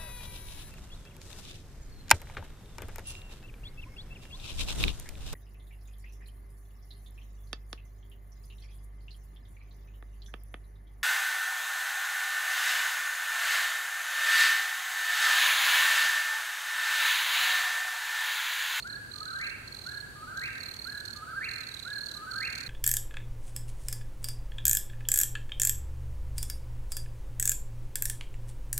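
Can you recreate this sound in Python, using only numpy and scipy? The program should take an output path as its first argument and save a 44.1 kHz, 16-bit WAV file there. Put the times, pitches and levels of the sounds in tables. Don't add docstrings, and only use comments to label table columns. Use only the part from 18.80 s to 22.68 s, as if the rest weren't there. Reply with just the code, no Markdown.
import sys
import numpy as np
from scipy import signal
from scipy.fft import rfft, irfft, next_fast_len
from scipy.io import wavfile
from scipy.ndimage import map_coordinates

SR = 44100
rng = np.random.default_rng(int(sys.argv[2]) if len(sys.argv) > 2 else 0)


def wav_record(signal):
    frames = np.transpose(np.atleast_2d(signal))
    bounded = np.clip(frames, -1, 1)
    quanta = np.round(bounded * 32767).astype(np.int16)
    wavfile.write(sys.argv[1], SR, quanta)


N = 171108


def amp(db):
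    return 10 ** (np.asarray(db) / 20)


def unit(x):
    return x / np.sqrt(np.mean(x ** 2) + 1e-20)


def along(points, hz):
    f, v = np.transpose(points)
    return np.interp(np.log(hz + 1), np.log(f + 1), v)


def wobble(rate):
    knots = rng.standard_normal(int(N * rate / SR) + 4)
    return map_coordinates(knots, [np.arange(N) * rate / SR])


def filtered(x, response):
    m = next_fast_len(N + SR // 2)
    return irfft(rfft(x, m) * response(np.fft.rfftfreq(m, 1 / SR)), m)[..., :N]


def shaped(x, spectrum):
    return filtered(x, lambda hz: amp(along(spectrum, hz)))


def pan(db):
    return amp(np.array([[db], [-db]]) / 2)


def from_side(x, lead_s):
    ears = np.array([[1], [-1]])
    return filtered(x, lambda hz: np.exp(1j * np.pi * hz * lead_s * ears))


# f/Hz, correlation (0-1)
LIKENESS = [(40, 0.78), (120, 0.9), (260, 0.33), (600, 0.17), (3000, 0.039)]


def rush(spectrum):
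    def mid_and_side(hz):
        turn = np.arccos(np.clip(along(LIKENESS, hz), -1, 1)) / 2
        return amp(along(spectrum, hz)) * [np.cos(turn), np.sin(turn)]

    mid, side = filtered(rng.standard_normal((2, N)), mid_and_side)
    return unit(np.array([mid + side, mid - side]))


# f/Hz, level/dB per Hz
RUMBLE_SPECTRUM = [(20, -19), (43, -3.5), (80, -3), (125, 0), (179, -9.5), (240, -7), (380, -11),
                   (1100, -20), (2420, -56)]
HUM_SPECTRUM = [(50, -50), (56, 6), (62, -27), (100, -44), (112, -5), (124, -34)]
HISS_SPECTRUM = [(600, -47), (1100, -16), (3600, -21.5), (5200, -27), (7000, -23.5), (8850, -21.5),
                 (10000, -25.5), (12700, -28.5), (15800, -49.5)]
CHORUS_SPECTRUM = [(3400, -25), (3950, -4), (4250, -3), (4550, 4.5), (4850, -35), (5300, -41)]
# t/s, level/dB
LOW_SWELL = [(0, -0.5), (1.6, 1.06), (2.9, -0.5), (3.8, 1.5)]
RUMBLE_DB, HUM_DB, HISS_DB, CHORUS_DB = -52.5, -63, -56.5, -58


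def background(shimmer_db=1.0):
    swell = amp(np.interp(np.arange(N) / SR, *np.transpose(LOW_SWELL)))
    low = swell * (amp(RUMBLE_DB) * rush(RUMBLE_SPECTRUM) + amp(HUM_DB) * rush(HUM_SPECTRUM))
    hiss = amp(HISS_DB) * rush(HISS_SPECTRUM)
    shimmer = amp(CHORUS_DB + shimmer_db * wobble(40.05))
    return low + hiss + shimmer * rush(CHORUS_SPECTRUM)


# f/Hz, t60/s
WOODS_RING = [(1200, 1.48), (1700, 1.29), (2700, 0.89), (9000, 0.52)]
WOODS_BUILD_S = 0.033
CLUMP_DB, CLUMPS_PER_S = 2, 110


def woods(x):
    noise = rng.standard_normal((2, SR + SR // 2))
    hz, t, z = signal.stft(noise, SR, nperseg=256)
    decay = amp(-60 * t / along(WOODS_RING, hz)[:, None])
    build = 1 - np.exp(-t / WOODS_BUILD_S)
    tail = signal.istft(z * decay * build, SR, nperseg=256)[1]
    tail = tail * amp(CLUMP_DB * wobble(CLUMPS_PER_S)[:tail.shape[1]])
    tail = tail / np.linalg.norm(tail, axis=1, keepdims=True)
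    return signal.fftconvolve(x[None], tail, axes=1)[:, :N]


# delay t/s, level/dB
EDGE_ECHOES = [(.068, -12.5), (.128, -18), (.205, -20), (.253, -21.5)]
TRUNKS_DB, TRUNKS_T60_S = -8, .12


def trunks(x):
    t = np.arange(SR // 2) / SR
    scatter = rng.standard_normal(len(t)) * amp(-60 * t / TRUNKS_T60_S)
    scattered = signal.fftconvolve(x, scatter / np.linalg.norm(scatter))[:N]

    def edges(hz):
        return sum(amp(db) * np.exp(-2j * np.pi * hz * delay) for delay, db in EDGE_ECHOES)

    return x + amp(TRUNKS_DB) * scattered + filtered(x, edges)


# first t/s, last t/s, strokes, level/dB before CRICKET_DB,
# mean f/Hz before scatter and sag, stroke length/s, typical scratchiness (0-1)
CHIRP_RUNS = [ (.002, .029, 2, -33.5, 4270, .010, 0.12), (.075, .075, 1, -39.5, 4160, .006, 0.9),
              (.104, .159, 3, -34, 4265, .011, .08), (.319, .384, 4, -33.5, 4190, .008, 0.2),
              (.407, .457, 3, -33, 4260, .006, 0.34), (.484, .562, 4, -33.5, 4185, .011, 0.17),
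              (0.59, .615, 2, -35.5, 4180, .007, 0.7), (0.644, .700, 3, -33, 4213, .011, 0.26),
              (.881, .881, 1, -35.5, 4170, .009, 0.33), (0.927, .992, 4, -33, 4247, .007, 0.24),
              (1.019, 1.119, 5, -33.5, 4176, .010, 0.27), (1.147, 1.209, 3, -34.5, 4160, .012, 0.22),
              (1.575, 1.660, 5, -34, 4185, .006, 0.34), (1.681, 1.782, 5, -39.5, 3960, .006, 0.68),
              (1.809, 1.916, 5, -32, 4210, .009, 0.19), (1.942, 1.967, 2, -34, 4173, .007, 0.64),
              (1.995, 2.206, 9, -32.5, 4225, .010, 0.19), (2.257, 2.334, 4, -31.5, 4270, .009, 0.42),
              (2.369, 2.369, 1, -33.5, 4170, .014, 0.39), (2.648, 2.648, 1, -33, 4210, .010, 0.19),
              (2.692, 2.785, 5, -31, 4253, .008, 0.29), (2.811, 2.838, 2, -30.5, 4090, .010, 0.24),
              (2.872, 2.891, 2, -31, 4330, 0.0074, 0.41), (2.919, 2.997, 4, -31.5, 4060, .010, 0.33),
              (3.032, 3.031, 1, -30.5, 4187, .012, 0.22), (3.054, 3.106, 3, -30, 3930, .007, 0.25),
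              (3.136, 3.291, 7, -31, 4245, 0.012, 0.25), (3.317, 3.317, 1, -29.5, 4080, .008, 0.58),
              (3.346, 3.373, 2, -32, 4156, .013, 0.29), (3.517, 3.677, 8, -30, 4266, .009, 0.24),
              (3.704, 3.835, 6, -32.5, 4285, .009, 0.51), (3.868, 3.868, 1, -32, 4250, .011, 0.33)]
# t/s, level/dB
THIRD_PARTIAL = [(.5, -32), (1.1, -22), (1.7, -19.5), (1.85, -19.5), (2.15, -19), (2.35, -22), (3.8, -27)]
# f/Hz, level/dB
SCRATCH_SPECTRUM = [(2500, -27), (3400, -1), (4200, 5.5), (5200, -4), (6600, 0), (8500, -7.5), (12000, -10),
                    (15500, -23)]
# f/Hz, level/dB
WING_RESONANCES = [(3000, 0.5), (3800, -5), (4280, 0.5), (4800, -5.5), (8400, -1), (11900, -8),
                   (12550, 2.5), (13000, -20)]
# f/Hz, level/dB
FAR_MICROPHONE = [(3000, -24), (4200, -21), (6500, -10.5), (9000, -22), (12500, -4.5)]
CRICKET_DB, CRICKET_ECHO_DB, CRICKET_LEAD_S = -2.5, -18, -0.00015
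STROKE_GLIDE, STROKE_SAG, SAG_CURVE, STROKE_EDGE_S = .025, 0.067, 4.1, .002
STROKE_SCATTER_DB, PITCH_SCATTER, SLIP_RAD = 1, 0.016, 1
SECOND_DB, SKIP_DB, SCRATCH_DB, SCRATCH_ENDS = -21.5, -8, -3, 0.72


def cricket():
    t, tone, scrape = np.arange(N) / SR, np.zeros(N), np.zeros(N)
    slips = wobble(1500)
    for first, last, strokes, db, hz, length, scratchy in CHIRP_RUNS:
        for centre in np.linspace(first, last, round(strokes)):
            size, tune, catch, slowing = rng.standard_normal(size=4)
            half = (length + STROKE_EDGE_S) / 2
            on = slice(*np.searchsorted(t, [centre - half, centre + half]))
            u = (t[on] - centre + half) / (2 * half)
            from_middle = abs(2 * u - 1)
            edges = np.clip(half * (1 - from_middle) / STROKE_EDGE_S, 0, 1)
            level = amp(CRICKET_DB + db + STROKE_SCATTER_DB * size) * edges

            glide = STROKE_GLIDE * np.exp(slowing / 2) * (u - .5)
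            sag = STROKE_SAG * (abs(u) ** SAG_CURVE - .5 ** SAG_CURVE)
            pitch = hz * (1 + PITCH_SCATTER * tune - glide - sag)
            rough = scratchy * np.exp(0.3 * catch + SCRATCH_ENDS * (from_middle - .5))
            phase = 2 * np.pi * np.cumsum(pitch) / SR + SLIP_RAD * rough * slips[on]

            partials_db = [0, SECOND_DB, np.interp(centre, *np.transpose(THIRD_PARTIAL))]
            partials = sum(gain * np.sin(k * phase) for k, gain in enumerate(amp(partials_db), 1))
            tone[on] += np.sqrt(2) * level * partials
            tone[on] += amp(SKIP_DB) * level * rough * np.sin(1.5 * phase)
            scrape[on] += level * rough
    grit = unit(shaped(rng.standard_normal(N), SCRATCH_SPECTRUM))
    wing = shaped(tone, WING_RESONANCES) + amp(SCRATCH_DB) * scrape * grit
    pair = np.array([shaped(wing, FAR_MICROPHONE), wing])
    return from_side(pair, CRICKET_LEAD_S) + amp(CRICKET_ECHO_DB) * woods(wing)


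# start t/s, level/dB before BIRD_DB,
# brightness/dB per octave, left-right level/dB, lead of the left microphone/s, flutter t/s after the start
CALLS = [(.043, 0, -1.5, 0, 0.00018, 0.57), (1.056, -0.25, -1, -1.5, 0.00014, .5845),
         (2.055, 0, -1.5, -3, 0.000077, .58), (3.052, .5, -0.5, -3, 0.000069, 0.58)]
# t/s after its start, f/Hz before waver and flutter, effort level/dB
FIRST_NOTE = [(0, 1330, -7), (.014, 1437, 2), (.033, 1617, 2), (.053, 1669, -6), (.068, 1700, 4),
              (.084, 1561, -11), (.099, 1686, 1), (.111, 1674, -1), (.123, 1648, 7), (.134, 1400, -20)]
MIDDLE_NOTE = [(0.302, 1225, -9), (0.36, 1209, -7.5), (0.376, 1283, 4.5), (0.409, 1275, -11),
               (.423, 1490, 0), (.46, 1587, -0.5), (.48, 1295, 0), (0.499, 1427, -2)]
LAST_NOTE = [(.497, 1437, -3), (.513, 1587, 5), (.534, 1595, 9), (.542, 1477, -9), (.555, 1698, 5.5),
             (.57, 2023, 5.5), (.588, 2290, 8.5), (.602, 2639, 6), (.616, 2770, 3), (.62, 2386, 9),
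             (.629, 1905, -2.5), (.634, 1770, 6), (0.643, 1500, -6)]
BIRD_DB, NOTE_EDGE_S, MIDDLE_HZ = -41, 0.005066, 1600
WAVER = 0.0042
WARBLE_SPAN_S, WARBLE_HZ, WARBLE_DEPTH = 0.021, 84.8, 0.08
WOODS_DB, WOODS_PAN_DB = -4, -3.5


def whip_poor_will():
    t, out = np.arange(N) / SR, np.zeros((2, N))
    for start, db, bright_db, pan_db, lead_s, flutter_s in CALLS:
        call, waver = np.zeros(N), 1 + WAVER * wobble(120)
        for note in (FIRST_NOTE, MIDDLE_NOTE, LAST_NOTE):
            s, hz, effort_db = np.transpose(note)
            on = (t > start + s[0] - NOTE_EDGE_S) & (t < start + s[-1] + NOTE_EDGE_S)
            age = t[on] - start
            inside = np.minimum(age - s[0], s[-1] - age)
            gate = np.sin(np.pi / 2 * np.clip(1 + inside / NOTE_EDGE_S, 0, 1)) ** 2

            since = age - flutter_s
            burst = np.exp(-(since / WARBLE_SPAN_S) ** 2)
            warble = WARBLE_DEPTH * burst * np.cos(2 * np.pi * WARBLE_HZ * since)
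            pitch = np.interp(age, s, hz) * (waver[on] + warble)
            tilt_db = bright_db * np.log2(pitch / MIDDLE_HZ)
            level_db = BIRD_DB + db + np.interp(age, s, effort_db) + tilt_db
            call[on] += gate * amp(level_db) * np.sin(2 * np.pi * np.cumsum(pitch) / SR)
        out += pan(pan_db) * from_side(trunks(call), lead_s)
        out += amp(WOODS_DB) * pan(WOODS_PAN_DB) * woods(call)
    return out


def scene():
    return background() + cricket() + whip_poor_will()


def record(dry):
    return filtered(dry, lambda hz: hz < 15800)


dry = scene()
out = record(dry)
wav_record(out)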